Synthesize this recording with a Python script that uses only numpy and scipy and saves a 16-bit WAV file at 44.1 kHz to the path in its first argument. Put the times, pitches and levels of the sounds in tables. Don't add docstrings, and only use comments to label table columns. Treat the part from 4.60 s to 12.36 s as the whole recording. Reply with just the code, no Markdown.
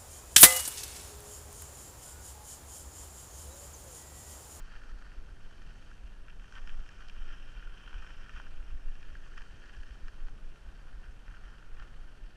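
import sys
import numpy as np
from scipy import signal
from scipy.fft import rfft, irfft
from scipy.io import wavfile
from scipy.ndimage import uniform_filter1d

SR = 44100
rng = np.random.default_rng(int(sys.argv[2]) if len(sys.argv) > 2 else 0)


def to_wav(sig):
    pcm = np.clip(np.atleast_2d(sig), -1, 1) * 32767
    pcm = np.round(pcm).astype(np.int16)
    wavfile.write(sys.argv[1], SR, pcm.T)


N = 342216
T = np.arange(N) / SR

# deep_db, upper_low_db, middle_db, upper_middle_db, top_db, sheen_db
CRUST_CRACKS = [(0.124, -58, -11, -6, -20, -17, -22, -10), (0.138, -51, -10, -9, -21, -19, -18, -14),
                (0.1534, -57.0, -12, 10, -1, -5, -4, -3), (0.1616, -51, -10, -2, 0, -7, -22, -16),
                (0.2177, -50, -2, -4, -11, -16, -16, -16), (0.2353, -48, -22, -6, -8, -12, -14, -15),
                (0.2933, -55, -12, -10, -6, -17, -22, -9), (0.3141, -56, -16, 5, -15, -13, -10, -6),
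                (0.4218, -52, -9, 1, -16, -18, -11, -17), (0.4644, -50, -11, -4, -16, -13, -19, -20),
                (0.5175, -52, -3, 1, -4, -16, -13, -16), (0.6895, -56, -15, -3, -14, -16, -11, -14),
                (1.0185, -53, -12, -3, -3, -5, -11, -12), (1.064, -53, -7, -10, -10, -7, -16, -11),
                (1.225, -56, -7, -3, -3, -6, -13, -9), (1.3134, -48, -10, -2, -22, -22, -21, -14),
                (1.6828, -49.5, -18, -4, -1, -14, -19, -18), (1.698, -60, -6, 4, 7, 1, -12, -6),
                (1.7032, -61, -6, 5, 11, 1, -12, -5), (1.797, -59.5, -6, -3, 5, 2, -10, -6),
                (1.843, -54, 0, 0, -10, -9, -18, -10), (1.924, -46, -9, -14, -15, -19, -9, -8),
                (1.9537, -51, 1, -10, 2, 2, -13, -3), (1.966, -50, -1, -5, -6, -18, -16, -11),
                (1.9736, -48, -8, 0, -8, -17, -19, -10), (1.983, -57, -7, 0, 3, -9, -14, -10),
                (2.074, -46, -3, -3, 2, -5, -15, -3), (2.0932, -53, -2, 5, 6, 5, -8, -11),
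                (2.1006, -52, -7, -9, -1, -1, -12, -12), (2.112, -55.0, -7, -5, -3, -4, -13, -9),
                (2.193, -54, -17, -13, -21, -13, -21, -13), (2.2622, -51, -6, -3, -2, -11, -13, -10),
                (2.29, -55, -6, 7, 5, -7, -6, 6), (2.422, -50, 0, 1, -11, -4, -17, -16),
                (2.4847, -62, -7, -3, 11, 12, 14, 12), (2.497, -58, -6, 6, 14, 8, 6, 7),
                (2.5638, -54, 7, 0, -6, -11, -12, -16), (2.6892, -50.5, -2, -4, -5, -5, -24, -16),
                (2.704, -48, -13, -8, -8, -12, -22, -17), (2.7113, -52, -7, -2, -5, -10, -23, -13),
                (3.0246, -48, -8, 0, -11, -17, -23, -25), (3.3298, -45, 3, -16, -11, -9, -17, -14),
                (3.342, -47.5, 7, -20, -9, -7, -20, -16), (3.4236, -45.5, -21, -2, -16, -21, -31, -17),
                (3.446, -53, 12, -14, -11, -21, -15, -15), (3.4653, -47, -7, -3, -4, -7, -20, -19),
                (3.504, -48.5, 2, 1, -5, -7, -18, -11), (3.632, -53, -8, -1, -6, -4, -12, -12),
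                (3.661, -50.0, -9, -2, -12, -18, -25, -16), (3.694, -44, -12, -3, -4, -16, -22, -10),
                (3.7632, -44, -5, -15, -12, -15, -18, -13), (3.7732, -43.5, -11, -8, -10, -15, -18, -16),
                (3.7908, -57.0, -2, -2, 0, -1, -9, -9), (3.7997, -40.5, 6.5, -15, -14, -15, -26, -23),
                (3.8167, -59, -8, -8, -10, -12, -10, 4), (3.849, -59, -8, -2, 3, -4, -12, -8),
                (3.8665, -50, -10, 1, -19, -14, -20, -12), (4.0266, -60, 1, 2, 6, -6, -9, -9),
                (4.103, -53, -6, -3, -10, -15, -15, -13), (4.3535, -57.5, -5, 4, 3, -3, -6, 2),
                (4.4284, -56, -6, 4, 6, -3, -7, -2), (4.5016, -53.5, -5, -8, -10, -12, -18, -20),
                (4.5522, -46.5, -10, 2.5, -16, -20, -22, -16), (4.7184, -50, -13, -19, -16, -15, -19, -17),
                (4.737, -56, -9, 6.5, -10, -18, -15, -13), (4.7786, -41, -13, -3.5, -7, -11, -19, -8),
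                (4.7864, -65, 0, 6, 11, 10, -8, -7), (4.8078, -51, 7, 4, -4, -17, -19, -15),
                (4.819, -51, 5, -6, 0, -6, -11, -5), (5.0942, -50.5, 1, -5, -14, -5, -12, -18),
                (5.166, -55, -5, -3, -7, -11, -4, -6), (5.2313, -56.5, -11, 4, 0, -8, -9, -7),
                (5.3074, -53, -7, -3, -10, -3, -15, -8), (5.3547, -56, -12, -16, -23, -16, -15, -16),
                (5.444, -54, -8, -2, -14, -14, -18, -18), (5.482, -45, -23, -1.5, -5, -21, -7, -10),
                (5.6044, -57, -9, -6, -11, -10, -22, -19), (5.6845, -47, 4, -19, -16, -11, -16, -17),
                (5.9585, -54.5, -18, -3, -3, -12, -12, -18), (6.064, -56.5, 7, -16, -14, -14, -15, -16),
                (6.44, -53, -10, -18, -8, -7, -16, -11), (6.461, -53, -8, -15, -9, -13, -17, -14),
                (6.6803, -46.5, -7, -14, -9, -17, -19, -19), (6.7396, -49, -9, -5, -11, -25, -27, -20),
                (6.7472, -52, 0, -11, -8, -9, -19, -15), (6.768, -48.5, -8, -16, -9, -15, -23, -19),
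                (6.8368, -52, -13, -13, -17, -23, -16, -17), (6.88, -52, -8, -5, -15, -18, -22, -13),
                (7.0255, -52, -11, -3, -17, -13, -18, -19), (7.1978, -45, -4, -1, -11, -8, -9, -17),
                (7.2144, -56, -20, -10, -7, -15, -16, -20), (7.223, -43, 2, -8, -20, -20, -29, -25)]


def undb(db):
    return 10 ** (np.asarray(db) / 20)


def unit(x):
    return x / np.sqrt(np.mean(x ** 2))


def curves(table):
    times, *columns = np.transpose(table)
    return [np.interp(T, times, column) for column in columns]


def bells(centre_s, half_s, height):
    coarse = T[::64]
    shapes = np.exp(-((coarse - np.c_[centre_s]) / np.c_[half_s]) ** 2)
    return np.interp(T, coarse, height @ shapes)


def wander(rate_hz):
    hold = int(SR / rate_hz)
    steps = np.repeat(rng.standard_normal(N // hold + 1), hold)
    return unit(uniform_filter1d(uniform_filter1d(steps, hold), hold)[:N])


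def coloured(spectrum):
    hz, db = np.transpose(spectrum)
    grid = np.fft.rfftfreq(N, 1 / SR) + 1e-3
    gain = undb(np.interp(np.log(grid), np.log(hz), db))
    return unit(irfft(rfft(rng.standard_normal(N)) * gain, N))


def case_ring(modes, size=2048):
    f = np.fft.rfftfreq(size, 1 / SR) + 1
    power = sum(undb(2 * db) / (1 + ((f - hz * hz / f) / width) ** 2) ** 2 for hz, width, db in modes)
    cepstrum = irfft(np.log(power) / 2)
    cepstrum[1:size // 2] *= 2
    cepstrum[size // 2 + 1:] = 0
    response = irfft(np.exp(rfft(cepstrum)))[:size // 2]
    return response / np.sqrt(np.sum(response ** 2))


def snow_grains(per_s, spread_db):
    breaks = rng.random(N) < per_s / SR
    clicks = breaks * rng.standard_normal(N)
    return unit(clicks * undb(spread_db * np.minimum(rng.exponential(size=N), 4)))


def snow_lumps(per_s, rise_s, fall_s):
    level = (rng.random(N) < per_s / SR) * rng.random(N)
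    for lag_s in (rise_s, fall_s):
        level = signal.lfilter([1], [1, -np.exp(-1 / (lag_s * SR))], level)
    level = np.tanh(unit(level) / 2)
    return unit(level - np.mean(level))


def skis():
    # time_s, low_db, upper_low_db, middle_db, upper_middle_db, top_db, sheen_db
    glide = [(0.0, -61.5, -65, -68, -70.5, -74, -75), (0.28, -62.5, -66.5, -71.5, -75, -76, -77.5),
             (0.45, -64.5, -66.5, -72.5, -78, -75, -79), (0.65, -69.5, -77, -74, -78, -80.5, -81.5),
             (0.95, -66.5, -68, -72, -72.5, -77.5, -78), (1.2, -65.5, -70, -70, -71, -77, -77.5),
             (1.42, -68.5, -71.5, -71, -75, -81, -81), (1.71, -68.5, -70.5, -74, -77, -82, -82),
             (1.9, -67.5, -75, -72, -72, -80, -77.5), (2.07, -67.5, -69, -72, -73, -81, -77.5),
             (2.35, -65, -75, -69, -71, -78, -76.5), (2.55, -63, -68, -67.5, -69.5, -80, -76.5),
             (2.72, -63.5, -64, -65, -67.5, -80, -76), (2.9, -63, -67.5, -64, -66.5, -78, -74.5),
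             (3.12, -62, -66, -66, -66.5, -78, -78), (3.39, -59, -66, -62, -64.5, -77, -74),
             (3.65, -62.5, -65, -66.5, -66.5, -77.5, -75.5), (3.87, -65, -71, -67.5, -71.5, -79, -77.5),
             (4.2, -67.5, -70.5, -72, -74, -83, -79.5), (4.5, -66, -66.5, -68, -72, -78, -79),
             (4.75, -65, -67.5, -70.5, -71.5, -77, -77.5), (5.06, -63.5, -63.5, -68.5, -68.5, -75.5, -77.5),
             (5.35, -67.5, -66, -70, -71.5, -77, -77.5), (5.65, -65.5, -72, -73, -76, -79, -80.5),
             (5.9, -68.5, -72, -72, -76.5, -82, -81), (6.3, -64, -70, -72.5, -73.5, -78, -81),
             (6.55, -67.5, -72, -72.5, -76.5, -82, -81), (6.9, -67, -72.5, -75, -75.5, -81.5, -81),
             (7.15, -66, -72, -73, -77.5, -82, -81.5), (7.4, -66, -71.5, -73, -72.5, -80, -81),
             (7.76, -68, -69, -71, -77, -81, -82)]
    # time_s, offset_db
    deep_offset, high_offset = [(0, -6), (.6, -2), (1.5, -6), (2.0, -2), (2.45, -3), (2.8, -6),
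                                (3.35, -4.5), (3.8, -4.5), (4.1, -2.5), (4.6, -6), (5.4, -3.5), (5.7, -5.5),
                                (6.1, -3.5), (6.8, -5), (7.3, -4.5), (7.76, -5)], [(0, -1), (1.2, 0), (2.0, -1), (2.4, -1), (2.85, -5),
                                               (3.2, -1.5), (3.7, -3.5), (4.5, 0), (6, -1), (7.76, -1)]
    # centre_s, swell_db, half_length_s
    scrapes = [(0.083, 2, 0.033), (0.162, 3, 0.019), (0.308, 3.5, 0.012), (0.453, 3, 0.02),
               (1.083, 4, 0.024), (1.274, 4, 0.037), (1.688, 6, 0.012), (1.966, 12, 0.039),
               (2.097, 10, 0.044), (2.27, 3.5, 0.029), (2.414, 4.5, 0.048), (2.546, 1, 0.018),
               (2.747, 4, 0.059), (3.332, 0, 0.011), (3.436, 0, 0.11), (3.76, 10, 0.056), (3.861, 7, 0.01),
               (4.102, 3, 0.014), (4.494, 4.5, 0.06), (4.744, -0.5, 0.021), (4.78, 8, 0.028),
               (4.82, 2, 0.022), (5.085, 4, 0.012), (6.7, 7, 0.034), (6.884, 7, 0.1), (7.225, 6.5, 0.061)]
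    # pitch_hz, width_hz, relative_db
    deep, low, upper_low = [(918, 560, -5), (1227, 390, 3)], [(1385, 295, 1), (1540, 224, 0.5)], [(1656, 122, 0.99), (1784, 144, -1.9)]
    middle, upper_middle = [(2461, 220, 0.95), (2751, 354, 3.2)], [(3043, 216, 0), (3197, 130, -7.5)]
    top, sheen, high = [(4180, 770, -8.5), (4547, 470, -3)], [(5306, 540, 1), (5740, 300, 0)], [(6230, 1140, 1), (7180, 830, -7),
                                                                (8170, 1270, -9)]
    # modes, crack_column, own_share, lump_db, coupling_db, scrape_share
    groups = [(deep, 1, .4, 1.6, -3.5, .8), (low, 0, .35, 1.5, 2.5, .75),
              (upper_low, 2, .3, 1.6, -.3, .85), (middle, 3, .33, 1.6, .3, .7),
              (upper_middle, 4, .33, 1.6, .3, .7), (top, 5, .8, .9, -2.5, .4),
              (sheen, 6, .8, .9, -3.1, .4), (high, 6, .8, .9, -6, .4)]
    centre_s, swell_db, half_s = np.transpose(scrapes)
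    scrape_db = bells(centre_s, half_s, swell_db)
    shared_grains = snow_grains(per_s=1800, spread_db=1.5)
    patches = snow_lumps(per_s=76, rise_s=0.0029, fall_s=0.0029)
    force = crust_force(crumble_db=-24, rise_s=0.0006, decay_s=0.0024)
    glide_db = curves(glide)
    levels_db = [glide_db[0] + curves(deep_offset)[0], *glide_db, glide_db[-1] + curves(high_offset)[0]]
    out = 0
    for crush_db, group in zip(levels_db, groups):
        modes, crack_column, own_share, lump_db, coupling_db, scrape_share = group
        own_grains = snow_grains(per_s=3000, spread_db=-1.0)
        crush = np.sqrt(1 - own_share) * shared_grains + np.sqrt(own_share) * own_grains
        jumps_db = lump_db * patches + 0.94 * snow_lumps(per_s=110, rise_s=0.00087, fall_s=0.01)
        crush = unit(crush * undb(jumps_db)) * undb(crush_db + scrape_share * scrape_db)
        crackle = signal.fftconvolve(crush, case_ring(modes))[:N]
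        out = out + crackle + undb(coupling_db) * crust_cracks(force, modes, crack_column)
    return out


def even(noise, share):
    swell = uniform_filter1d(np.abs(signal.hilbert(noise)), int(0.053 * SR))
    return unit(noise / (swell + 0.28) ** share)


def eddies(centre_s, level_db, half_s, bed_db):
    return np.sqrt(undb(2 * bed_db) + bells(centre_s, half_s, undb(2 * level_db)))


def wind():
    # frequency_hz, relative_db
    rumble_shape, flutter_shape, rush_shape = [(2, 1), (6, 3.5), (15, 13.5), (22, 10.5), (32, -8.5),
                                               (60, -69), (300, -120)], [(8, -79), (16, -0.5), (27, 8.5), (40, 8),
                                                               (66, -10), (110, -30.5), (170, -42),
                                                               (500, -120)], [(40, -14), (70, 0.5),
                                                                                (130, -5), (290, -12),
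                                                                                (760, -19), (1500, -27.5),
                                                                                (2200, -27.5),
                                                                                (3600, -30.5),
                                                                                (5700, -41.5), (8500, -39),
                                                                                (10000, -42.5),
                                                                                (11200, -44), (12600, -48),
                                                                                (13600, -57), (14700, -78)]
    # centre_s, level_db, half_length_s
    shoves = [(0.01, -41.5, 0.065), (0.186, -38.5, 0.04), (0.338, -37.5, 0.046), (0.503, -46, 0.037),
              (0.648, -44, 0.088), (0.847, -45, 0.075), (1.054, -39.5, 0.039), (1.685, -43, 0.17),
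              (2.134, -32.5, 0.1), (2.643, -34.5, 0.15), (3.092, -32, 0.024), (3.357, -37.5, 0.053),
              (3.62, -43.5, 0.13), (4.056, -32.5, 0.11), (4.265, -30, 0.031), (4.453, -37.5, 0.12),
              (4.84, -38.5, 0.097), (5.232, -39, 0.081), (5.466, -35.5, 0.022), (5.643, -30.5, 0.048),
              (5.865, -34.5, 0.039), (6.34, -39, 0.059), (6.482, -40, 0.029), (6.815, -44, 0.049),
              (7.122, -32.5, 0.068), (7.427, -39, 0.061)]
    # centre_s, level_db
    thumps = [(.04, -51), (.34, -38), (.47, -44.5), (.58, -42), (.71, -38), (1.09, -44.5), (1.34, -66),
              (1.449, -41.5), (1.81, -44), (2.07, -52), (2.2, -39), (2.6, -40), (2.87, -58), (2.981, -37),
              (3.12, -49), (3.26, -46), (3.372, -33.5), (3.52, -54), (3.76, -38), (4.02, -38), (4.14, -35),
              (4.4, -47), (4.54, -42.5), (4.8, -45), (4.93, -42.5), (5.19, -41.5), (5.32, -40), (5.43, -44),
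              (5.75, -43), (6.08, -40.5), (6.19, -47), (6.37, -43), (6.49, -40), (6.699, -41), (6.87, -45),
              (7.23, -45), (7.39, -48), (7.641, -40)]
    # time_s, swell_db
    low_swell = [(0, -0.5), (.5, -2), (1.0, 2.5), (1.6, -2), (2.1, -1), (2.6, 0), (3.2, -1.5), (3.8, 0),
                 (4.4, -2), (5.0, -0.5), (5.6, 0), (6.1, -1), (6.6, -1), (7.1, -1), (7.76, -1.5)]
    rumble = even(coloured(rumble_shape), share=0.24) * eddies(*np.transpose(shoves), bed_db=-50)
    thump_gain = eddies(*np.transpose(thumps), half_s=[0.017], bed_db=-52)
    flutter = even(coloured(flutter_shape), share=0.83) * thump_gain
    rush = coloured(rush_shape) * undb(-59.5 + 0.34 * wander(rate_hz=7.2))
    low_rush = signal.lfilter(*signal.butter(1, 197, fs=SR), rush)
    buffets = unit(thump_gain ** 0.15 * undb(0.56 * wander(rate_hz=14)))
    low_gain = undb(curves(low_swell)[0]) * buffets
    return rumble + flutter + rush + low_rush * (low_gain - 1)


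def camera_whine():
    # pitch_hz, median_rms_db
    tones = [(9650, -99), (9591, -105)]
    return sum(np.sqrt(2) * undb(db + 3.6 * wander(rate_hz=14)) * np.sin(2 * np.pi * hz * T)
               for hz, db in tones)


def crust_force(crumble_db, rise_s, decay_s):
    t = np.arange(1024) / SR
    crumble = undb(crumble_db) * (1 - np.exp(-t / rise_s)) * np.exp(-t / decay_s)
    force = crumble * rng.standard_normal((len(CRUST_CRACKS), len(t)))
    force[:, 0] = 1
    return force


def crust_cracks(force, modes, column):
    snap_cycles = 0.085
    pole = np.exp(-modes[0][0] / (snap_cycles * SR))
    response = signal.lfilter([1], [1, -2 * pole, pole ** 2], case_ring(modes))
    rings = signal.fftconvolve(force, response[None], axes=1)
    out = np.zeros(N + rings.shape[1])
    for (start_s, low_db, *offsets_db), ring in zip(CRUST_CRACKS, rings):
        peak = undb(low_db + [0, *offsets_db][column])
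        out[int(start_s * SR):][:len(ring)] += ring * peak / np.max(np.abs(ring))
    return out[:N]


def scene():
    return (skis() + wind() + camera_whine())[None]


def record(dry):
    lowpass = signal.ellip(8, .2, 70, 14800, fs=SR, output="sos")
    first_sample = dry[:, :1]
    return signal.sosfilt(lowpass, dry - first_sample) + first_sample


dry = scene()
out = record(dry)
to_wav(out)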